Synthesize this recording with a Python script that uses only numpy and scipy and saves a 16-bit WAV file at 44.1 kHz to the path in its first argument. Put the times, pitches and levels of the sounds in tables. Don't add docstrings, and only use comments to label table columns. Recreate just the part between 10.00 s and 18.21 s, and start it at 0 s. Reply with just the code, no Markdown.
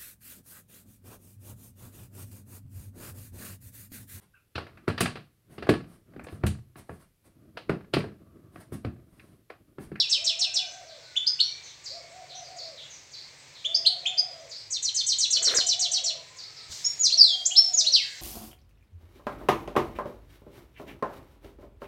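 import sys
import numpy as np
from scipy import signal
from scipy.fft import rfft, irfft, next_fast_len
from scipy.io import wavfile

SR = 44100
rng = np.random.default_rng(int(sys.argv[2]) if len(sys.argv) > 2 else 0)


def digitize_waveform(pressure):
    field = np.atleast_2d(pressure).T
    bounded = np.clip(field, -1, 1)
    quanta = np.round(bounded * 32767).astype(np.int16)
    wavfile.write(sys.argv[1], SR, quanta)


N = 362061
T = np.arange(N) / SR

FINCH_SYLLABLES = { "tew": [(0, .02, 7800, 5700, 4.7, .007, 0.0048, -7.5),
                   (.002, 0.014, 5500, 9360, 1, 0.012, .007, -2.5),
                   (.009, 0.036, 8900, 5270, 4.74, 0.017, .013, -0.5),
                   (.02, .024, 5400, 3124, 0.68, 0.013, 0.0096, 1),
                   (.032, .046, 5310, 2780, 1.88, 0.0073, 0.022, -1),
                   (.06, 0.06, 3085, 2370, 2.52, .01, 0.018, -10)],
                   "tsiu": [(-.003, 0.0211, 7940, 6140, 2.87, 0.0053, 0.013, -7.5),
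                   (0, .017, 6540, 9310, 1, 0.0049, 0.0082, -3.5),
                   (.012, .034, 8600, 5695, 3.2, 0.0097, 0.012, -1.5),
                   (.021, .045, 5900, 4150, 2.2, .007, .031, -3),
                   (.049, .032, 4864, 2300, .9, 0.0077, 0.012, -1.5)],
                   "low chip": [(0, 0.031, 2150, 3490, 3.7, 0.01, 0.012, 1.5)],
                   "high chip": [(0, 0.0261, 4300, 5120, 2.12, 0.0093, 0.0065, -0.5),
                   (.002, 0.029, 5760, 6475, 2, 0.0072, 0.0072, -21)],
                   "rising chip": [(0, .022, 2673, 3637, 0.998, 0.0052, 0.018, -13.5),
                   (.01, 0.0231, 3170, 4456, 2.99, 0.0052, 0.0091, -3)],
                   "ting": [(0, 0.068, 4920, 5433, 8, 0.0093, 0.031, -2),
                   (.005, .038, 6260, 6690, 3.5, 0.0072, .021, -2.5)],
                   "see": [(0.0017, 0.039, 6850, 6760, 0.37, 0.011, 0.011, 0)],
                   "chu": [(0, .056, 6683, 3270, 1.2, 0.0052, 0.035, 0.5),
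                   (.01, .03, 9260, 5130, 0.71, 0.017, 0.0078, -12)],
                   "wit": [(-.003, .028, 2300, 3699, 1, 0.0026, 0.018, -14.5),
                   (.013, .036, 3470, 4372, 1.8, 0.013, 0.0038, 0.5)],
                   "slide": [(0, .11, 5660, 3784, 1.75, 0.024, 0.017, -1),
                   (.07, 0.13, 4260, 3164, 2.9, .015, 0.091, -14.5)],
                   "zip": [(0.00076, .032, 4600, 7850, 2.2, 0.005, 0.01, 0)],
                   "whee": [(0, .03, 2976, 5230, 1, 0.015, 0.0084, -7),
                   (.015, .047, 5086, 5380, 6.4, 0.0079, 0.019, -2),
                   (.06, .085, 5350, 5310, 1, .025, .012, -11.5)],
                   "chew": [(0, 0.0418, 6220, 3940, .8, .015, 0.0065, -4.5),
                   (.016, .06, 5400, 2660, 1.7, 0.006, 0.018, 1),
                   (.06, .085, 3020, 1544, 1.6, 0.0095, 0.029, -14)], }
# (time [s], syllable, level [dB], pitch [factor])
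FINCH_NOTES = [ (-.038, "tew", -18, 1.03), (1.155, "low chip", -15.5, 1.016),
               (1.263, "high chip", -11.5, 1.007), (1.388, "rising chip", -8.5, 1.006),
               (3.642, "low chip", -17.5, 1.01), (3.743, "high chip", -12, 1.017),
               (3.849, "rising chip", -7, 1.006), (4.054, "low chip", -16.5, 1.03),
               (4.173, "high chip", -13, 1.002), (6.84, "ting", -21.5, 1.02), (6.988, "see", -21, 1.004),
               (7.029, "chu", -15.5, 1.006), (7.101, "wit", -13.5, 1.08), (7.173, "slide", -6, 1.017),
               (7.45, "zip", -16, 1.0), (7.502, "low chip", -24.5, .94), (7.548, "whee", -8, 1.0),
               (7.729, "see", -19, 0.99), (7.771, "chu", -16.5, 1.033), (7.846, "wit", -14, 1.036),
               (7.917, "chew", -12.5, 0.99), ]
# (start [s], end [s], period [s], syllable, first [dB], middle [dB], last [dB], pitch [factor])
FINCH_TRILLS = [(0.092, .6, 0.1474, "tew", -18.5, -19.5, -20.5, 0.99),
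                (4.704, 5.72, 0.12, "tsiu", -25.5, -18, -18.5, 0.98),
                (5.792, 6.1, .1223, "tsiu", -20, -20.5, -22, 0.94)]
# (frequency [Hz], gain [dB])
FINCH_EQ = [(1600, -13), (2500, -8), (3300, -4), (4400, -1), (7000, 1), (8500, -6), (9600, -25),
            (10800, -18), (12000, -19.5), (15500, -20.5)]
# (delay [ms], gain [factor])
WALL_ECHOES = [(1.3, 0.033), (4.1, 0.31), (8.7, 0.22), (13.4, 0.22), (41, 0.093), (56, 0.04)]
# (frequency [Hz], gain [dB])
HOUSE_FRONT_EQ = [(1900, 3.5), (2600, -25.5), (4000, -26), (8000, -39)]
# (frequency [Hz], relative level [dB])
AIR_SPECTRUM = [(20, -38.5), (40, -14.5), (60, -10.5), (100, -5), (145, -2), (185, -17), (260, -14.5),
                (450, -10), (700, -12), (1000, -11.5), (1400, -14.5), (2200, -5.5), (3000, -13.5),
                (4300, -9), (6500, -12.5), (8300, -19.5), (9500, -40.5), (15500, -36)]
# (delay [s], rise [s], fall [s], top before detuning [Hz], level [dB])
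DOVE_COOS = [(.07, .075, 0.045, 703, 2), (.275, 0.074, 0.076, 780.5, 1.5), (.48, .05, 0.12, 779, 1.5),
             (.65, 0.0495, .085, 778, 2), (.785, 0.036, .135, 686, 1)]
# (time [s], level [dB], coo spacing [factor])
DOVE_PHRASES = [(.1, -47, 0.94), (1.83, -45, 0.98), (3.58, -45.5, 0.93), (5.29, -45.5, 0.93),
                (7.05, -48.5, 0.9)]
# (start [s], end [s], pitch before detuning [Hz], level [dB])
STREET_TONES = [(0.451, 0.931, 1595, -62.5), (1.0, 1.45, 1520, -64), (1.47, 1.597, 2383, -56.5),
                (1.746, 2.09, 1187, -73), (1.972, 2.034, 2250, -59), (3.694, 3.899, 362, -65),
                (4.593, 5.896, 102.7, -67.5), (6.144, 6.372, 1041, -64.5), (6.414, 6.72, 1324, -69)]
FAR_BIRD_CALLS = { "chirrup": [(0, 0.046, 7540, 5510, 0.9, .012, 0.017, -10.5),
                  (.02, .05, 5260, 4190, 1.5, 0.01, 0.015, -2),
                  (.065, .065, 4433, 5810, 1, .012, 0.0089, -5.5)],
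                  "chup": [(.005, .08, 4635, 3005, 1.4, 0.016, 0.022, 2)],
                  "seep": [(0, 0.13, 6200, 6550, 1.4, 0.0078, 0.023, 0)],
                  "tsip": [(0.0043, .09, 7300, 5800, 0.67, 0.014, 0.03, 0.018)], }
# (time [s], call, level [dB], pitch [factor])
FAR_BIRD_NOTES = [(.66, "seep", -51.5, 0.96), (0.869, "chup", -55.5, 1.09), (1.018, "tsip", -58, 0.6),
                  (1.42, "seep", -45, 0.89), (1.62, "tsip", -52.5, 0.9), (1.638, "chup", -55.5, 1.05),
                  (1.833, "chirrup", -38.5, 0.99), (2.28, "chup", -51.5, 1.02),
                  (2.344, "seep", -49.5, 0.95), (2.431, "tsip", -53, 0.68), (2.558, "chirrup", -40.5, 0.98),
                  (2.759, "chup", -50, 0.95), (2.889, "tsip", -51, 0.91), (3.109, "chirrup", -43.5, 0.93),
                  (3.532, "chup", -55, 1.05), (4.487, "chirrup", -40.5, 0.99),
                  (6.359, "chirrup", -42, 0.96), (6.549, "chup", -50.5, 1.23)]
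# (time [s], level [dB])
WING_BEATS = [(5.354, -43.5), (5.412, -37), (5.467, -30.5), (5.503, -29), (5.539, -27), (5.573, -43),
              (5.61, -41.5)]
# (frequency [Hz], relative level [dB])
FEATHER_SPECTRUM = [(120, -29), (300, -4.5), (450, 8), (850, -10), (1550, 1.5), (2100, 0.5), (4000, -33),
                    (9000, -16.5), (14000, -32)]
# (time [s], level [dB])
CAGE_TAPS = [(5.356, -51), (5.538, -30.5), (5.586, -28.5), (6.724, -50)]
# (frequency [Hz], level [dB], time to fall 60 dB [s])
CAGE_MODES = [(443, 0.5, 0.016), (604, 9.5, 0.039), (1076, -2, 0.12), (1424, 10.5, 0.036),
              (1576, 13.5, 0.045), (1770, -7, .04), (2010, 13, 0.017), (2400, 1, 0.036)]
# (frequency [Hz], relative level [dB])
HISS_SPECTRUM = [(1500, -36.5), (3000, -6.5), (4200, 4), (7500, 0.5), (9500, -17), (15500, -22.5)]
# (time [s], level [dB])
HISS_ENVELOPE = [(6.68, -62), (6.72, -38.5), (6.85, -45), (7.0, -50), (7.4, -49.5), (8.2, -47.5)]


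def undb(db):
    return 10 ** (np.asarray(db) / 20)


def add(out, start, x):
    i = int(round(start * SR))
    x, i = x[max(-i, 0):], max(i, 0)
    out[i:i + len(x)] += x[:max(N - i, 0)]


def colour(x, points):
    hz, db = np.transpose(points)
    size = next_fast_len(len(x))
    bins = np.maximum(np.fft.rfftfreq(size, 1 / SR), 1)
    gain = undb(np.interp(np.log(bins), np.log(hz), db))
    return irfft(rfft(x, size) * gain, size)[:len(x)]


def noise(points, size=N):
    x = colour(rng.standard_normal(size), points)
    return x / np.sqrt(np.mean(x ** 2))


def wander(t, rate):
    return np.interp(t * rate, np.arange(1024), rng.standard_normal(1024))


def glide(length, from_hz, to_hz, bend, swell, hold, db, edge_db=-18):
    t = np.linspace(0, length, 200)
    release = max(length - swell - hold, .002)
    quiet = np.maximum(1 - t / swell, (t - length) / release + 1).clip(0, 1)
    hz = to_hz + (from_hz - to_hz) * (1 - t / length) ** bend
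    return t, hz, db + edge_db * quiet


def whistle(course, pitch, waver, waver_rate, second_db, third_db, rasp=0):
    times, course_hz, db = course
    t = np.arange(int(times[-1] * SR)) / SR
    hz = np.interp(t, times, course_hz) * pitch
    sweep = np.tanh(np.abs(np.gradient(np.log2(hz), t)) / 22)
    hz = hz * (1 + (waver + rasp * sweep) * wander(t, waver_rate))
    phase = 2 * np.pi * np.cumsum(hz) / SR
    overtones = sum(undb(level) * np.sin(k * phase) * (k * hz < SR / 2)
                    for k, level in [(2, second_db), (3, third_db)])
    fade = np.clip(np.minimum(t, t[-1] - t) / .001, 0, 1)
    return (np.sin(phase) + overtones) * fade * undb(np.interp(t, times, db))


def cage_bars(note, share, decay):
    t = T[:SR // 25]
    scatter = rng.standard_normal(len(t)) * (rng.random(len(t)) < .06) * np.exp(-t / decay)
    response = share * scatter / np.sqrt(np.sum(scatter ** 2))
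    response[0] += 1
    out = signal.fftconvolve(note, response)
    return out * np.sqrt(np.sum(note ** 2) / np.sum(out ** 2))


def yard(x, t60_low, t60_high, build):
    t = T[:SR]
    grain = rng.standard_normal(SR) * (rng.random(SR) < .03 + t)
    lows = signal.sosfiltfilt(signal.butter(2, 5500, fs=SR, output="sos"), grain)
    highs = grain - lows
    tail = lows * undb(-60 * t / t60_low) + highs * undb(-60 * t / t60_high)
    tail *= 1 - np.exp(-t / build)
    return signal.fftconvolve(x, tail / np.sqrt(np.sum(tail ** 2)))[:N]


def finch():
    voice = np.zeros(N)
    for start, name, db, pitch in FINCH_NOTES + list(trill_notes()):
        for delay, *stroke in FINCH_SYLLABLES[name]:
            note = whistle(glide(*stroke), pitch, waver=0.0041, waver_rate=900,
                           second_db=-24, third_db=-31.5, rasp=0.0567)
            add(voice, start + delay, undb(db) * cage_bars(note, share=0.95, decay=0.012))
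    voice = colour(voice, FINCH_EQ)
    near = voice.copy()
    for ms, gain in WALL_ECHOES:
        add(near, ms / 1000, gain * voice)
    late = yard(colour(voice, HOUSE_FRONT_EQ), t60_low=0.8, t60_high=0.29, build=.05)
    return near + late + undb(-5.5) * yard(voice, t60_low=0.36, t60_high=0.23, build=0.0036)


def trill_notes():
    for start, end, period, name, first_db, middle_db, last_db, pitch in FINCH_TRILLS:
        times = np.arange(start, end, period)
        curve = np.polyfit([0, .5, 1], [first_db, middle_db, last_db], 2)
        levels = np.polyval(curve, np.linspace(0, 1, len(times)))
        for time, db in zip(times, levels):
            yield time, name, db, pitch * (1 + .008 * rng.standard_normal())


def air():
    swell_db = .9 * wander(T, 2.3) + .8 * wander(T, 12)
    return noise(AIR_SPECTRUM) * undb(-53.5 + swell_db)


def arch(rise, fall, top_hz, db, droop=0.31, edge_db=-11):
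    t = np.linspace(0, rise + fall, 200)
    from_top = np.maximum(1 - t / rise, (t - rise) / fall)
    return t, top_hz * (1 - droop * from_top ** 2), db + edge_db * from_top ** 3.1


def dove():
    voice = np.zeros(N)
    for start, db, spacing in DOVE_PHRASES:
        for delay, *coo in DOVE_COOS:
            note = whistle(arch(*coo), pitch=0.97, waver=0.015, waver_rate=163.4,
                           second_db=-20.5, third_db=-33.5, rasp=0.065)
            add(voice, start + delay * spacing, undb(db) * note)
    return undb(-4) * voice + undb(-3.5) * yard(voice, t60_low=.42, t60_high=.4, build=.006)


def street():
    tones = np.zeros(N)
    for start, end, hz, db in STREET_TONES:
        course = np.linspace(0, end - start, 3), [hz, hz, hz], [db - 1, db, db - 3.5]
        tone = whistle(course, pitch=0.98, waver=0.018, waver_rate=79, second_db=-30.5, third_db=-44.5)
        add(tones, start, tone)
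    return tones + 1.87 * yard(tones, t60_low=0.35, t60_high=0.35, build=0.013)


def far_birds():
    voice = np.zeros(N)
    for start, name, db, pitch in FAR_BIRD_NOTES:
        for delay, *stroke in FAR_BIRD_CALLS[name]:
            note = whistle(glide(*stroke), pitch, waver=0.04, waver_rate=1800,
                           second_db=-43, third_db=-36, rasp=0.15)
            add(voice, start + delay, undb(db) * note)
    tsip = glide(*FAR_BIRD_CALLS["tsip"][0][1:])
    for when, loudness, height in rng.random((36, 3)):
        note = whistle(tsip, 0.6 + .55 * height, waver=.06, waver_rate=830, second_db=-40, third_db=-48)
        add(voice, when * T[-1], undb(-65.5 + 3 * loudness) * note)
    return undb(5.5) * voice + undb(5) * yard(voice, t60_low=0.34, t60_high=0.16, build=0.019)


def flutter():
    out, t = np.zeros(N), T[:SR // 6]
    puff_envelope = (1 - np.exp(-t / 0.0098)) * np.exp(-t / 0.026)
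    for start, db in WING_BEATS:
        add(out, start, undb(db) * noise(FEATHER_SPECTRUM, len(t)) * puff_envelope)
    for start, db in CAGE_TAPS:
        ring = sum(undb(level - 60 * t / t60) * np.sin(2 * np.pi * hz * t + rng.uniform(0, 2 * np.pi))
                   for hz, level, t60 in CAGE_MODES)
        crack = noise(FEATHER_SPECTRUM, len(t)) * np.exp(-t / 0.0016)
        add(out, start, undb(db) * (0.27 * ring + 0.53 * crack))
    return out + undb(-6.5) * yard(out, t60_low=0.1, t60_high=0.35, build=0.0036)


def hand_bump():
    out, t = np.zeros(N), T[:SR // 4]
    rumble = noise([(30, -12), (100, 2), (220, -4), (400, -32), (2000, -42), (9000, -70)], len(t))
    add(out, 6.697, undb(-47.5) * rumble * np.exp(-t / 0.031))
    hiss_db = np.interp(T, *np.transpose(HISS_ENVELOPE))
    return out + noise(HISS_SPECTRUM) * undb(hiss_db)


def scene():
    return (finch() + far_birds() + street() + dove() + flutter() + hand_bump() + air())[None]


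def record(dry):
    high_cut = signal.ellip(10, .1, 80, 15800, fs=SR, output="sos")
    return signal.sosfilt(high_cut, np.clip(dry, -1, 1))


dry = scene()
out = record(dry)
digitize_waveform(out)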